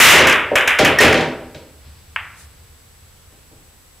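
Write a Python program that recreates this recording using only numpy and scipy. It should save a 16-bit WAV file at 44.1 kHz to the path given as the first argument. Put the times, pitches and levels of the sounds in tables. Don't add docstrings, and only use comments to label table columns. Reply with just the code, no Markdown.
import sys
import numpy as np
from scipy import signal
from scipy.fft import rfft, irfft
from scipy.io import wavfile

SR = 44100
rng = np.random.default_rng(int(sys.argv[2]) if len(sys.argv) > 2 else 0)


def bounce(signal):
    frames = np.transpose(np.atleast_2d(signal))
    limited = np.clip(frames, -1, 1)
    pcm = np.round(limited * 32767).astype(np.int16)
    wavfile.write(sys.argv[1], SR, pcm)


N = 176400
TIME = np.arange(N) / SR

# (time [s], direct peak level [dB])
BALL_COLLISIONS = [(.001, 32.5), (.028, 29), (.058, 16), (.088, 22.5), (.112, 19), (0.148, -3),
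                   (0.2706, 14), (.296, 6), (0.3253, 4.5), (.5555, 12.5), (0.676, 11), (0.788, 7),
                   (0.8483, 12), (.987, 5.5), (1.009, 18), (1.046, 4.5), (1.128, 2.5), (2.161, -5.5)]
# (time [s], wood level [dB], thump level [dB], crack level [dB])
RAIL_IMPACTS = [(.035, 1, -3.5, 17), (.135, 4, -16.5, -14), (.175, -14.5, -11, -20), (0.214, -43, -17, -26),
                (0.276, -39, -28, -19.5), (.513, -5, -25, -36), (.791, -0.5, -11, 1),
                (.822, -4.5, -7.5, -22), (1.001, 1, -7.5, 1), (1.036, 1, -4, -11), (1.075, -13, -25.5, -19),
                (1.11, -11, -59, -10), (1.142, -8.5, -17, -7), (1.175, -20, -14.5, -13.5),
                (1.208, -20.5, -22.5, -14.5), (1.547, -28.5, -30.5, -26), (3.32, -47.5, -46.5, -49),
                (3.51, -44, -41.5, -56)]
# (frequency [Hz], relative level [dB], T60 [s])
WOOD_MODES = [(254.5, -19, .15), (368.3, -4.5, 0.046), (435.3, -4, 0.063), (521, -1, 0.045),
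              (606, -2.5, 0.047), (660, -11.5, 0.073), (778.3, -5, .06), (944, -11.5, 0.055),
              (1100, -12.5, 0.021)]
# (frequency [Hz], relative level [dB], T60 [s])
BODY_MODES = [(76.9, -4, 0.21), (102, -1.5, 0.088), (127.7, -2, 0.22), (157, -1.5, 0.15), (200, -0.5, .09),
              (251.1, 2, 0.23), (290.3, -1, 0.15), (325.7, 3.5, .16), (342, 2, 0.074)]
# (time [s], relative level [dB])
ROLL_ENVELOPE = [(0, -29.5), (1.25, -47.5), (1.45, -37.5), (1.6, -43.5), (1.76, -44.5), (1.88, -36),
                 (2.05, -40.5), (2.25, -41), (2.58, -41.5), (2.7, -45), (3.4, -46), (4, -55.5)]
# (frequency [Hz], relative level [dB])
RUMBLE_SPECTRUM = [(35, -21), (75, 3.5), (130, -10), (250, -23), (600, -32), (1500, -30), (5000, -30.5),
                   (9000, -69.5)]
# (frequency [Hz], relative level [dB])
FRICTION_SPECTRUM = [(500, -6), (2500, -6), (5000, -4), (9000, -1), (15000, -15)]
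# (delay [s], gain [dB])
NEAR_REFLECTIONS = [(.0019, -2), (.0034, -2.5), (.0041, -2.5), (.0095, -12.5)]
# (delay [s], gain [dB])
WALL_REFLECTIONS = [(0.0223, -26.5), (.028, -11.5), (0.034, -19), (0.043, -22), (.05, -18)]
# (frequency [Hz], T60 [s])
REVERB_TIMES = [(80, 0.6), (300, 0.76), (900, 0.69), (2000, 0.57), (4000, 0.46), (10000, 0.3)]
# (frequency [Hz], side relative to mid [dB])
DIFFUSE_WIDTH = [(100, -23), (1000, -24), (2200, -18.5), (4500, -10.5), (9000, -3)]
# (frequency [Hz], relative level [dB])
HISS_SPECTRUM = [(15, -2), (25, 4.5), (75, -5.5), (326, -19.5), (488, -16), (673, -22), (749, -19),
                 (7090, -26.5), (7680, -24), (8320, -24.5), (15000, -27.5)]
# (frequency [Hz], side relative to mid [dB])
HISS_WIDTH = [(60, -8), (200, -7.5), (500, -1.5), (1500, -2.5), (8000, -1.5)]

CONTACT_S, CONTACT_EXPONENT = .00041, .07
BALL_LOW_HZ, BALL_HIGH_HZ, BALL_BASS_CUT_HZ = 2052, 3277, 623
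CRACK_BAND_HZ, SNAP_BAND_HZ = (980, 4370), (4380, 11900)
CUSHION_RISE_S, MODE_SCATTER_DB = .0039, 1.5
SNAP_THRESHOLD_DB, SNAP_DB, SNAP_SLOPE = -4, -30.5, 1.33
RIM_S, RIM_HZ, RIM_T60_S, RIM_DB = .987, 1850, .09, 3
RUMBLE_DB, BOOM_DB, BOOM_BAND_HZ = -7, -10, (70.6, 82.6)
SLIDE_CENTRE_S, SLIDE_SIGMA_S, SLIDE_DB = 2.41, .032, -48
HISS_DB, WHINE_HZ, WHINE_DB = -49.5, 7860, -63
REVERB_BUILD_S, REVERB_LENGTH_S = .0031, 1
CLIP_CEILING, CLIP_HARDNESS = .48, 14
WIDEN_ABOVE_HZ, WIDEN_DB = 5500, 2
LOW_CUT_HZ, HIGH_CUT_HZ = 33.8, 16462


def ball_clacks():
    out, t = np.zeros((2, N)), TIME[:SR // 50]
    for (onset, db), tail in zip(BALL_COLLISIONS, reverb_tails(len(BALL_COLLISIONS))):
        contact_s = CONTACT_S * from_db(-db * CONTACT_EXPONENT)
        force = np.abs(np.sin(np.pi * np.minimum(t / contact_s, 1))) ** 1.5
        radiated = butter(butter(force, BALL_LOW_HZ, "high"), BALL_BASS_CUT_HZ, "high")
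        click = unit_peak(butter(radiated, BALL_HIGH_HZ, "low", order=4))
        echoes = vary_delays(NEAR_REFLECTIONS + WALL_REFLECTIONS)
        add(out, onset, from_db(db) * in_room(click, tail, reverb_db=-1.5, echoes=echoes))
        add(out, onset, impact_snap(db, tail))
    return out


def rail_knocks():
    out = np.zeros((2, N))
    crack = unit_peak(butter(signal.unit_impulse(SR // 100), CRACK_BAND_HZ, "band"))
    cushion = 1 - np.exp(-TIME[:SR // 2] / CUSHION_RISE_S)
    for (onset, wood_db, thump_db, crack_db), tail in zip(RAIL_IMPACTS, reverb_tails(len(RAIL_IMPACTS))):
        add(out, onset, from_db(wood_db) * in_room(cushion * struck(WOOD_MODES), tail, reverb_db=3))
        add(out, onset, from_db(thump_db) * in_room(struck(BODY_MODES), tail, reverb_db=-1.5))
        echoes = vary_delays(NEAR_REFLECTIONS)
        add(out, onset, from_db(crack_db) * in_room(crack, tail, reverb_db=7.5, echoes=echoes))
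        add(out, onset, impact_snap(crack_db, tail))
    return out


def impact_snap(hit_db, tail):
    tick = unit_peak(butter(signal.unit_impulse(SR // 100), SNAP_BAND_HZ, "band", order=1))
    gain = (hit_db > SNAP_THRESHOLD_DB) * from_db(SNAP_DB + SNAP_SLOPE * hit_db)
    return gain * in_room(tick, tail, reverb_db=12)


def rim_ping():
    out = np.zeros((2, N))
    ping = struck([(RIM_HZ, 0, RIM_T60_S)])
    add(out, RIM_S, from_db(RIM_DB) * in_room(ping, reverb_tails(1)[0], reverb_db=-27))
    return out


def rolling_balls():
    rumble = noise(RUMBLE_SPECTRUM, DIFFUSE_WIDTH)
    boom = butter(noise(RUMBLE_SPECTRUM, DIFFUSE_WIDTH), BOOM_BAND_HZ, "band", order=1)
    envelope = from_db(np.interp(TIME, *np.transpose(ROLL_ENVELOPE)))
    return envelope * (from_db(RUMBLE_DB) * rumble + from_db(BOOM_DB) * boom / boom.std())


def cue_slide():
    envelope = np.exp(-((TIME - SLIDE_CENTRE_S) / SLIDE_SIGMA_S) ** 2 / 2)
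    return from_db(SLIDE_DB) * envelope * noise(FRICTION_SPECTRUM, HISS_WIDTH)


def background():
    whine = from_db(WHINE_DB) * np.sqrt(2) * np.sin(2 * np.pi * WHINE_HZ * TIME)
    return from_db(HISS_DB) * noise(HISS_SPECTRUM, HISS_WIDTH) + whine


def struck(modes):
    hz, db, t60 = np.array(modes).T[:, :, None]
    t = TIME[:SR // 2]
    polarity = (-1) ** np.arange(len(modes))[:, None]
    gains = polarity * from_db(db + MODE_SCATTER_DB * rng.standard_normal(db.shape))
    partials = gains * np.sin(2 * np.pi * hz * t) * from_db(-60 * t / t60)
    return unit_peak(partials.sum(axis=0))


def reverb_tails(count):
    size = int(REVERB_LENGTH_S * SR)
    t, hz = TIME[:size], np.arange(size // 2 + 1) * SR / size
    spectra = rfft(rng.standard_normal((count, 2, size)).astype(np.float32))
    spectra[:, 1] *= from_db(at_hz(DIFFUSE_WIDTH, hz))
    tails = 0
    for centre, t60 in REVERB_TIMES:
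        band = at_hz([(f, f == centre) for f, _ in REVERB_TIMES], hz)
        tails = tails + irfft(spectra * band, size) * from_db(-60 * t / t60)
    tails *= 1 - np.exp(-t / REVERB_BUILD_S)
    mid, side = tails[:, 0], tails[:, 1]
    mean_energy = np.sum(mid ** 2) / count
    return np.stack([mid + side, mid - side], axis=1) / np.sqrt(mean_energy)


def in_room(sound, tail, reverb_db, echoes=()):
    response = tail * from_db(reverb_db)
    response[:, 0] += 1
    for delay, db in echoes:
        response[:, int(delay * SR)] += from_db(db)
    return signal.fftconvolve(sound[None], response, axes=1)


def vary_delays(echoes):
    return [(delay * rng.uniform(.88, 1.12), db) for delay, db in echoes]


def noise(spectrum, width):
    hz = np.arange(N // 2 + 1) * SR / N
    mid, side = rfft(rng.standard_normal((2, N))) * from_db(at_hz(spectrum, hz))
    mid, side = irfft(mid, N), irfft(side * from_db(at_hz(width, hz)), N)
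    return np.array([mid + side, mid - side]) / mid.std()


def from_db(db):
    return 10 ** (np.asarray(db) / 20)


def at_hz(points, hz):
    points = np.array(points)
    return np.interp(np.log(hz + 1e-9), np.log(points[:, 0]), points[:, 1])


def butter(x, hz, kind, order=2):
    return signal.sosfilt(signal.butter(order, hz, kind, fs=SR, output="sos"), x)


def unit_peak(x):
    return x / np.abs(x).max()


def add(out, onset_s, sound):
    start = int(onset_s * SR)
    out[:, start:start + sound.shape[1]] += sound[:, :N - start]


def scene():
    return background() + rolling_balls() + cue_slide() + ball_clacks() + rail_knocks() + rim_ping()


def record(dry):
    drive = np.abs(dry / CLIP_CEILING)
    clipped = dry / (1 + drive ** CLIP_HARDNESS) ** (1 / CLIP_HARDNESS)
    treble_side = butter((clipped - clipped[::-1]) / 2, WIDEN_ABOVE_HZ, "high", order=1)
    widened = clipped + (from_db(WIDEN_DB) - 1) * treble_side
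    steep_lowpass = signal.cheby2(14, 70, HIGH_CUT_HZ, fs=SR, output="sos")
    return signal.sosfilt(steep_lowpass, butter(widened, LOW_CUT_HZ, "high"))


dry = scene()
out = record(dry)
bounce(out)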